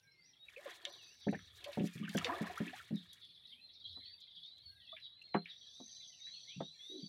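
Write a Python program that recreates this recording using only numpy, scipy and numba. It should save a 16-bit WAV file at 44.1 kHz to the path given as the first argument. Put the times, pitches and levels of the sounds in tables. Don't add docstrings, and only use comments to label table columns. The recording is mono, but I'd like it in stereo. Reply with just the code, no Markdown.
import sys
import numpy as np
from scipy import signal
from scipy.io import wavfile
from scipy.ndimage import uniform_filter1d
from numba import njit

SR = 44100
rng = np.random.default_rng(int(sys.argv[2]) if len(sys.argv) > 2 else 0)


def log_audio(samples):
    frames = np.atleast_2d(samples).T
    limited = np.clip(frames, -1, 1)
    pcm = np.round(limited * 32767).astype(np.int16)
    wavfile.write(sys.argv[1], SR, pcm)


N = 312228
TIME = np.arange(N) / SR


def undb(db):
    return 10 ** (np.asarray(db) / 20)


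def unit(x):
    return x / np.sqrt(np.mean(x ** 2) + 1e-30)


def curves(table):
    s, *columns = np.transpose(table)
    return [np.interp(TIME, s, c) for c in columns]


def during(table):
    inside = (TIME >= table[0][0]) & (TIME <= table[-1][0])
    return uniform_filter1d(1. * inside, 441)


def progress(length_s):
    return np.linspace(0, 1, max(int(length_s * SR), 99))


def add(out, s, x):
    i = int(np.clip(s * SR, 0, N - 1))
    out[..., i:i + x.shape[-1]] += x[..., :N - i]


def band(x, hz, width_hz):
    low = np.hypot(hz, width_hz / 2) - width_hz / 2
    high = min(low + width_hz, .48 * SR)
    return signal.sosfilt(signal.butter(3, [low, high], "bandpass", fs=SR, output="sos"), x)


def walk(rate_hz):
    k = max(int(SR / rate_hz), 2)
    steps = np.repeat(rng.standard_normal(N // k + 1), k)
    return unit(uniform_filter1d(uniform_filter1d(steps, k), k)[:N])


def swells(table, rise_db_per_s):
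    return sum(undb(db - np.maximum((s - TIME) * rise_db_per_s, (TIME - s) * fade_db_per_s))
               for s, db, fade_db_per_s in table)


def pan(x, pan_db):
    gains = undb(np.array([[pan_db], [-pan_db]]) / 2)
    return x * gains / np.sqrt(np.cosh(pan_db * np.log(10) / 10))


def scatter(x, t60_s, wet_db):
    t = np.arange(int(t60_s * SR)) / SR
    tail = rng.standard_normal((2, len(t))) * 1000 ** (-t / t60_s)
    tail /= np.sqrt(np.sum(tail ** 2, axis=1, keepdims=True))
    wet = signal.fftconvolve(np.broadcast_to(x, (2, N)), tail, axes=1)[:, :N]
    return (x + undb(wet_db) * wet) / np.sqrt(1 + undb(2 * wet_db))


@njit
def ring_grains(start, step, cycles, size, glide, n):
    out = np.zeros(n)
    for k in range(len(start)):
        length, phase = int(2 * np.pi * cycles[k] / step[k]) + 2, 0.
        for i in range(min(length, n - start[k])):
            u = i / length
            phase += step[k] * (1 + glide * u)
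            out[start[k] + i] += size[k] * (np.exp(-6 * u) - np.exp(-40 * u)) * np.sin(phase)
    return out


def grains(rate_hz, low_hz, high_hz, cycles, spread_db, glide):
    draws = np.random.default_rng(rng.integers(2 ** 31)).random((int(rate_hz * N / SR), 4))
    when, pitch, life, size = draws.T
    hz = low_hz * (high_hz / low_hz) ** pitch
    sizes = undb(spread_db * np.minimum(-np.log(1 - size), 4))
    starts = (when * N).astype(np.int64)
    return unit(ring_grains(starts, 2 * np.pi * hz / SR, cycles * (.5 + life), sizes, float(glide), N))


def burst(hz, width_hz, t60_s, grit_db):
    t = np.arange(SR // 3) / SR
    noise, grit = rng.standard_normal((2, len(t)))
    shape = 1000 ** (-t / t60_s) * (1 - np.exp(-(25 * t / t60_s) ** 2))
    gritty = noise * undb(grit_db * unit(uniform_filter1d(grit, size=60)))
    x = band(gritty * shape, hz, width_hz)
    return x / np.abs(x).max()


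BACKGROUND_DB = -76.5
LURCH_RISE_DB_PER_S = 195.5
# (f/Hz, relative density/dB per Hz)
BACKGROUND_SPECTRUM = [(30, -19), (60, -5), (120, 2), (300, -9), (650, -11), (1000, -24.5), (2000, -16),
                       (3800, -16.5), (5200, -25.5), (8000, -31), (10500, -20), (15500, -34)]
# (t/s at the height, level/dB, fade/dB per s)
LURCHES = [(1.3, -61, 39.5), (2.2, -63, 21.5), (3.9, -64.5, 70), (4.66, -66, 68)]


def background():
    out, (points_hz, points_db) = 0, np.transpose(BACKGROUND_SPECTRUM)
    for hz in 40 * 2 ** np.arange(0, 8.6, .5):
        mid, side = band(rng.standard_normal((2, N)), hz, hz / 3)
        db = np.interp(np.log(hz), np.log(points_hz), points_db) + 3.4 * walk(9.2)
        width = min(0.35 + hz / 1500, 1)
        out = out + undb(db) * (mid + width * side * np.array([[1], [-1]]))
    rumble = unit(band(rng.standard_normal(N), hz=86.3, width_hz=39))
    return unit(out) * undb(BACKGROUND_DB) + rumble * swells(LURCHES, LURCH_RISE_DB_PER_S)


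# (t/s, level/dB before the syllables)
CHATTER = [(0, -87), (.45, -68.5), (.9, -58.5), (1.9, -71), (2.85, -69), (2.97, -64), (3.65, -60.5),
           (3.8, -57), (4.4, -59), (5.1, -62.5), (5.35, -69.5), (5.55, -63), (7.08, -62)]


def chatter():
    chirps = grains(rate_hz=190, low_hz=3333, high_hz=4586, cycles=150, spread_db=3, glide=-0.24)
    whistles = grains(rate_hz=60, low_hz=1750, high_hz=3164, cycles=160, spread_db=2.5, glide=-0.2)
    rasps = grains(rate_hz=250, low_hz=4300, high_hz=5460, cycles=50, spread_db=6, glide=-0.17)
    syllables = np.tanh(walk(18))
    calls = chirps * undb(6.5 * syllables) + rasps * undb(10 * syllables - 15.5)
    return calls * undb(curves(CHATTER)[0]) + whistles * undb(-76.5 + 3.4 * walk(9))


TRILL_SAG_HZ_PER_S, TRILL_SWELL = 350, 0.66
TRILL_CLEAR, TRILL_JITTER = 0.79, .008
# (t/s, length/s, top f/Hz at ratio 1, relative level/dB)
TRILLS = [(0.85, 0.66, 5994, -63), (5.49, 1.4, 6114, -59), (6.779, 0.47, 5990, -64)]
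# (pitch ratio, flutter f/Hz, relative level/dB)
TRILL_BANDS = [(.66, 1120, -0.5), (.775, 610, -1), (.9, 1030, -5.5), (1, 519, -0.5)]


def trills():
    out = np.zeros(N)
    for s, length_s, top_hz, db in TRILLS:
        effort = np.abs(np.sin(np.pi * progress(length_s) ** 0.76))
        n = len(effort)
        hz = top_hz - TRILL_SAG_HZ_PER_S * length_s * (1 - effort)
        carrier = 2 * np.pi * np.cumsum(hz * (1 + TRILL_JITTER * walk(200)[:n])) / SR
        buzz = np.zeros(n)
        for ratio, flutter_hz, band_db in TRILL_BANDS:
            flutter = TRILL_CLEAR + walk(flutter_hz)[:n]
            buzz += undb(band_db + 1.86 * walk(22.1)[:n]) * flutter * np.sin(ratio * carrier)
        add(out, s, buzz * undb(db + 1.29 * walk(150)[:n]) * effort ** TRILL_SWELL)
    return out


# (t/s, level/dB before flicker)
TRILL_FIZZ = [(5.5, -96), (5.75, -84), (7.08, -83)]


def trill_fizz():
    fizz = grains(rate_hz=590, low_hz=6400, high_hz=8900, cycles=46, spread_db=2, glide=0)
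    fizz *= undb(curves(TRILL_FIZZ)[0] + 2 * walk(20)) * during(TRILL_FIZZ)
    return scatter(fizz, t60_s=0.11, wet_db=3.0)


WHISTLE_EASE = 1.4
CHIRP_S, CHIRP_FALL = 0.055, 0.16
CHIRP_ROUGH, CHIRP_ROUGH_HZ = 0.0443, 904.5
RASP_LEAD_S, RASP_RATIO, RASP_DB = 0.013, 1.162, -5
ECHO_S, ECHO_DB = 0.03, -16
# (t/s, length/s, start f/Hz, end f/Hz, level/dB)
WHISTLES = [(0, .07, 1530, 1607, -65.5), (0.045, 0.28, 2282, 2000, -70), (0.07, 0.082, 4020, 4190, -65),
            (0.155, 0.15, 4250, 5100, -65.5), (0.391, 0.078, 3760, 3837, -60),
            (1.882, 0.086, 2510, 2394, -62.5), (3.495, 0.15, 1960, 2754, -69),
            (3.612, 0.06, 4080, 4165, -48.5), (3.841, 0.043, 3160, 3370, -55.5),
            (3.952, 0.1, 3964, 4148, -47.5), (4.029, 0.11, 4230, 4620, -52.5),
            (4.428, 0.064, 3536, 3750, -51.5), (4.478, 0.15, 3820, 4210, -56.5),
            (4.626, 0.097, 4534, 4290, -52.5), (4.677, 0.1, 1565, 1640, -69),
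            (4.74, .16, 4150, 2550, -66.5), (4.871, 0.091, 3270, 3580, -54.5),
            (4.997, 0.094, 4085, 3824, -52.5), (5.087, 0.23, 3710, 4363, -56),
            (5.296, 0.056, 4280, 4016, -51), (5.334, 0.088, 4016, 4220, -48),
            (5.632, 0.23, 3145, 3910, -58.5), (5.897, 0.16, 4096, 3946, -56),
            (6.203, 0.11, 3694, 3994, -51), (6.306, 0.071, 4103, 4330, -47),
            (6.356, 0.034, 4250, 4373, -44), (6.47, 0.11, 2010, 2840, -60), (6.596, 0.19, 3460, 4220, -53),
            (6.788, 0.21, 3276, 4030, -52.5), (6.998, 0.14, 4584, 4540, -48)]
# (t/s, start f/Hz, level/dB)
CHIRPS = [(1.01, 4150, -58.5), (1.206, 3980, -56), (1.465, 3980, -61.5), (2.94, 4160, -53.5),
          (3.0, 3880, -59.5), (3.085, 3990, -56.5), (3.21, 3905, -60), (3.339, 4000, -56.5),
          (3.492, 3740, -54), (3.734, 4380, -54.5), (3.89, 4120, -58.5), (4.03, 3850, -59),
          (4.2, 3900, -60), (4.29, 3950, -60), (4.345, 3820, -53.5), (5.025, 3944, -53.5),
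          (5.485, 4020, -53.5), (6.013, 3945, -54.5), (6.12, 3200, -67), (6.335, 3090, -62.5),
          (6.48, 3690, -54)]
# (t/s, length/s, middle f/Hz, share by which the ends lie lower, level/dB)
ARCHES = [(0.022, 0.025, 5750, 0.14, -66.5), (0.109, 0.038, 5580, 0.19, -66),
          (0.229, 0.097, 5824, 0.12, -63), (0.874, 0.08, 4900, 0.13, -62), (0.976, 0.17, 2535, -0.22, -63)]


def songs(waver=0.0046):
    out = np.zeros(N)
    wobble = 1 + waver * walk(170)
    hoarse = 1 + CHIRP_ROUGH * walk(CHIRP_ROUGH_HZ)
    notes = []
    for s, length_s, start_hz, end_hz, db in WHISTLES:
        slide = (1 - progress(length_s)) ** WHISTLE_EASE
        notes.append((s, db, end_hz + (start_hz - end_hz) * slide, wobble))
    for s, hz, db in CHIRPS:
        fall = 1 - (1 - progress(CHIRP_S)) ** 1.486
        notes.append((s, db, hz * (1 - CHIRP_FALL * fall), hoarse))
    for s, length_s, hz, depth, db in ARCHES:
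        arch = (2 * progress(length_s) - 1) ** 2
        notes.append((s, db, hz * (1 - depth * arch), wobble))
    for s, db, hz, unsteady in notes:
        phase = 2 * np.pi * np.cumsum(hz * np.roll(unsteady, -int(s * SR))[:len(hz)]) / SR
        envelope = np.abs(np.sin(np.linspace(0, np.pi, len(hz)))) ** 0.5
        add(out, s, undb(db) * unit(np.sin(phase) * envelope))
    for s, hz, db in CHIRPS:
        swell = np.sin(np.pi * progress(CHIRP_S)) ** 2
        rasp = unit(band(rng.standard_normal(len(swell)), hz * RASP_RATIO, width_hz=830))
        add(out, s - RASP_LEAD_S, undb(db + RASP_DB) * swell * rasp)
    add(out, ECHO_S, undb(ECHO_DB) * out)
    return out


BANK_LAG_S = .00033


def birds():
    bank = pan(songs() * undb(2.7 * walk(70)) + chatter() + trills(), -6.0)
    bank[0] = np.roll(bank[0], int(BANK_LAG_S * SR))
    return scatter(bank, t60_s=0.24, wet_db=-2.5)


def trickle():
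    bubbles = grains(rate_hz=300, low_hz=737.0, high_hz=2890, cycles=35, spread_db=4.0, glide=0.18)
    return scatter(bubbles * undb(-87.5), t60_s=0.24, wet_db=4.0)


SPLASH_RISE_DB_PER_S, SPLASH_FIZZ_DB = 250, -21
SPRAY_DB, FIZZ_DB, PLINK_DB, POUR_DB = -60, -50, -61, -54
FIZZ_GROWTH = 2.93
GULP_GROWTH = 0.74
# (t/s at the height, gurgle level/dB, fade/dB per s)
SPLASHES = [(.675, -52, 196), (.875, -58, 123), (1.68, -53.5, 191.5), (2.19, -57.5, 152), (2.3, -38, 75.5)]
# (t/s, flow level/dB)
RUNOFF = [(.45, -18.5), (.6, -10.5), (.7, -2), (.8, -13), (1.2, -22), (1.5, -15), (1.75, -4.5),
          (1.92, -8.5), (2.1, -4), (2.22, -2), (2.76, -2.5), (2.87, -10.5), (3.1, -20), (3.22, -17)]


def churn():
    splash = swells(SPLASHES, SPLASH_RISE_DB_PER_S)
    flow_db, flowing = curves(RUNOFF)[0], during(RUNOFF)
    bubbling = undb(FIZZ_GROWTH * flow_db) * flowing
    fizzing = np.hypot(undb(FIZZ_DB) * bubbling, undb(SPLASH_FIZZ_DB) * splash)
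    gurgle = grains(rate_hz=750, low_hz=599, high_hz=1795, cycles=37, spread_db=2, glide=0.18) * splash
    fizz = grains(rate_hz=380, low_hz=1205, high_hz=4030, cycles=42, spread_db=3.5, glide=0.26) * fizzing
    gulp = grains(rate_hz=220, low_hz=330, high_hz=713, cycles=32, spread_db=2.5, glide=0.18)
    gulp *= splash ** GULP_GROWTH * undb(-21)
    pour = grains(rate_hz=1100, low_hz=1220, high_hz=3600, cycles=27, spread_db=3, glide=.2)
    pour *= undb(POUR_DB + flow_db + 2.5 * walk(70)) * flowing
    plinks = grains(rate_hz=37, low_hz=711, high_hz=2680, cycles=39.0, spread_db=1.0, glide=0.54)
    plinks *= bubbling * undb(PLINK_DB)
    froth = np.array([grains(rate_hz=600, low_hz=1620, high_hz=4300, cycles=11, spread_db=3, glide=.1)
                      for _ in range(2)])
    spray = np.array([grains(rate_hz=1600, low_hz=3505, high_hz=15200, cycles=6.4, spread_db=2, glide=0)
                      for _ in range(2)])
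    mist = froth * fizzing * undb(-1.5)
    mist += pan(spray, 1.7) * undb(SPRAY_DB + flow_db + 4.2 * walk(65)) * flowing
    return scatter(pan(gurgle + gulp + pour + fizz + plinks, -0.72), t60_s=.04, wet_db=-1.0) + mist


DROP_CYCLES = 18.3
# (t/s, peak level/dB, start f/Hz, pitch ratio at the end)
DROPS = [(.485, -42, 2610, 0.78), (.563, -40.5, 2560, 0.94), (.567, -51.5, 459, 1.45),
         (.579, -46, 2470, 0.81), (.63, -50, 1810, 1.2), (.657, -45, 608, 0.71), (.865, -54.5, 549, 1.07),
         (1.283, -39, 1540, 1.9), (1.346, -38.5, 1563, 1.5), (1.66, -49.5, 540, 1.24),
         (1.683, -47.5, 596, 0.92), (2.028, -51.5, 1116, 1.18), (2.035, -44.5, 2790, 1.2),
         (2.05, -41.5, 3040, 0.76), (2.078, -41, 1345, 1.6), (2.147, -41, 1600, 0.97),
         (2.16, -43.5, 3150, 1.1), (2.212, -42, 1206, 1.2), (2.252, -40.5, 505, .92),
         (2.267, -33.5, 2060, 1.03), (2.28, -41, 241, 1.5), (2.332, -38, 1130, 1.1),
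         (2.468, -41, 1700, 1.17), (2.497, -44, 708, 1.05), (2.574, -37.5, 1165, 1.52),
         (2.677, -39, 2100, 1.6), (2.731, -46.5, 686, 1.35), (2.735, -44, 1900, 1.05),
         (2.8, -44.5, 1500, 0.87), (4.926, -53.5, 1096, 1.26), (4.927, -55.5, 670, 0.95),
         (4.966, -44, 2330, 1.02), (5.217, -45, 2750, 1.02), (5.457, -39.5, 2600, 0.76)]


def drops():
    out = np.zeros(N)
    for s, db, hz, ratio in DROPS:
        length_s = DROP_CYCLES / hz
        u = np.arange(int(2 * length_s * SR)) / (length_s * SR)
        phase = 2 * np.pi * np.cumsum(hz * ratio ** np.minimum(u, 1.2)) / SR
        envelope = (1 - np.exp(-14 * u)) * np.exp(-2.5 * u ** 3)
        add(out, s, undb(db) * np.sin(phase) * envelope)
    return scatter(pan(out, 0.73), t60_s=0.078, wet_db=-1)


SLAP_WIDTH, SLAP_WIDENING_DB = 0.72, 25
# (t/s, peak
# level/dB, centre f/Hz, t60/s)
SLAPS = [(0.56, -53, 2400, 0.077), (0.7, -47, 1930, 0.045), (0.852, -24, 2430, 0.0088),
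         (1.327, -42.5, 1980, 0.11), (1.391, -40.5, 1690, 0.012), (1.642, -35, 3030, 0.021),
         (1.727, -39, 3170, 0.059), (1.793, -41, 2430, 0.059), (1.869, -44.5, 2750, 0.048),
         (1.979, -40, 2650, 0.0096), (2.093, -34.5, 3100, 0.037), (2.176, -22, 2150, 0.039),
         (2.2446, -20.5, 2880, 0.017), (2.249, -34.5, 1310, 0.32), (4.963, -44.5, 2260, 0.1),
         (5.3419, -30, 1960, 0.013), (5.451, -43, 2200, 0.2), (6.263, -50.5, 2019, 0.11)]
# (t/s, level/dB, played 5.5 dB higher)
TICKS = [(0.493, -59), (0.61, -53.5), (0.705, -48.5), (0.85, -37), (.925, -51), (1.31, -48.5), (1.641, -43),
         (1.719, -49.5), (1.866, -46), (1.935, -51), (2.09, -40.5), (2.17, -30.5), (2.245, -41),
         (2.578, -43), (2.6918, -55), (2.7587, -51), (2.9556, -46.5), (3.13, -44.5), (3.243, -64),
         (4.2, -60), (4.58, -59.5), (5.22, -62)]


def slaps():
    wet, ticks = np.zeros(N), np.zeros(N)
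    for s, db, hz, t60_s in SLAPS:
        width_hz = hz * SLAP_WIDTH * 2 ** ((db + 35) / SLAP_WIDENING_DB)
        add(wet, s, undb(db) * burst(hz, width_hz, t60_s, grit_db=3))
    for s, db in TICKS:
        add(ticks, s, undb(db + 5.5) * burst(hz=6450, width_hz=7500, t60_s=0.0227, grit_db=14.5))
    return (scatter(pan(wet, -1.1), t60_s=0.1, wet_db=1.5)
            + scatter(pan(ticks, 4.3), t60_s=0.019, wet_db=23.0))


SHIFT_S, SHIFT_GAP_S, SHIFT_DB, SHIFT_PUSH_HZ, SHIFT_RATIO = 6.895, 0.018, -48, 198, 1.9


def shifting(count=7):
    taps = []
    for k, (late, hard, spot) in enumerate(rng.standard_normal((count, 3))):
        s = SHIFT_S + SHIFT_GAP_S * k * (1 + .08 * late)
        taps.append((s, SHIFT_DB + 3.6 * hard, SHIFT_PUSH_HZ, SHIFT_RATIO * (1 + 0.138 * spot)))
    return taps


# (t/s, peak level/dB, centre f/Hz of the push (high = hard), pitch ratio of the spot struck)
BLOWS = [(1.2665, -25, 280, 1.03), (1.277, -27, 256, 1.03), (1.326, -29.5, 412, 0.95),
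         (1.334, -34, 420, 1.08), (1.772, -27, 320, 1.04), (1.803, -24, 215, 1.024),
         (1.8374, -23.5, 220, 1.03), (1.953, -39, 150, 0.81), (1.998, -32.5, 127, 1.02),
         (2.025, -35.5, 146, 1), (2.081, -38, 108, 1.02), (2.148, -26.5, 260, 0.96),
         (2.409, -26.5, 248, 1.04), (2.602, -27, 232, 1.04), (2.664, -42, 160, 1.48),
         (2.906, -33.5, 228, 1.1), (2.924, -29, 155, 1.044), (2.946, -37, 142, 0.97), (3.97, -52, 600, 1.3),
         (5.3455, -17, 800, 1), (5.3515, -21.5, 520, 1), (5.8, -44, 400, 1.25), (6.561, -41, 98, 0.86),
         (6.6045, -27.5, 564, 0.95), (7.028, -41, 146, 0.98)]
# (f/Hz at ratio 1, relative level/dB before the push, t60/s before water drag)
HULL_MODES = [(170, 0, 0.22), (203, 6, 0.13), (264, -1, 0.14), (322, -5, 0.12), (399, -5, 0.13),
              (492, -6, 0.12), (564, 0, 0.1), (708, 3, 0.09), (840, -1, 0.09), (924, -1.5, 0.09),
              (1136, -6.5, 0.11), (1254, -12, 0.1), (1364, -3.5, 0.12), (1700, -8, 0.07),
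              (2150, -22.5, .04)]


def hull(steep=1.3, rise=1.5, port_spread=1.0, hold_s=0.025, free=0.83, thud=0.32, clack=0.097,
         drag_per_s=24, reach=2.43):
    out, t = np.zeros((2, N)), np.arange(SR // 3) / SR
    mode_hz, mode_db, t60_s = np.transpose(HULL_MODES)[:, :, None]
    highpass = signal.butter(2, 115, "highpass", fs=SR, output="sos")
    for s, peak_db, push_hz, ratio in list(BLOWS) + shifting():
        f = mode_hz * ratio * (1 + 0.0038 * rng.standard_normal(mode_hz.shape))
        rel = f / push_hz
        weight = undb(mode_db) * (rel / (1 + rel ** 2)) ** steep / (1 + (rel / reach) ** 4)
        phase = rng.uniform(0, 2 * np.pi, f.shape) * np.minimum(f / 700, 1)
        phase = phase + port_spread * f / 1000 * rng.standard_normal((2, len(f), 1))
        decay_per_s = np.log(1000) / t60_s + drag_per_s * (f / 1000) ** 2
        x = np.sum(weight * np.exp(-decay_per_s * t) * np.sin(2 * np.pi * f * t + phase), axis=1)
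        hardness = (push_hz / 800) ** 3
        x += thud * np.abs(x).max() * hardness * burst(hz=900, width_hz=1040, t60_s=0.083, grit_db=4.0)
        x += clack * np.abs(x).max() * hardness * burst(hz=1990, width_hz=720, t60_s=0.037, grit_db=3.0)
        x *= free + (1 - free) * np.exp(-(t / hold_s) ** 4)
        x = signal.sosfilt(highpass, x * (1 - np.exp(-(rise * push_hz * t) ** 2)))
        add(out, s, x * undb(peak_db) / np.abs(x).max())
    return scatter(pan(out, -1.1), t60_s=0.075, wet_db=-15)


def scene():
    distant = background() + birds() + trill_fizz()
    return distant + trickle() + churn() + drops() + slaps() + hull()


TOP_HZ = 15800


def record(dry):
    return signal.sosfilt(signal.ellip(10, .2, 70, TOP_HZ, fs=SR, output="sos"), dry)


dry = scene()
out = record(dry)
log_audio(out)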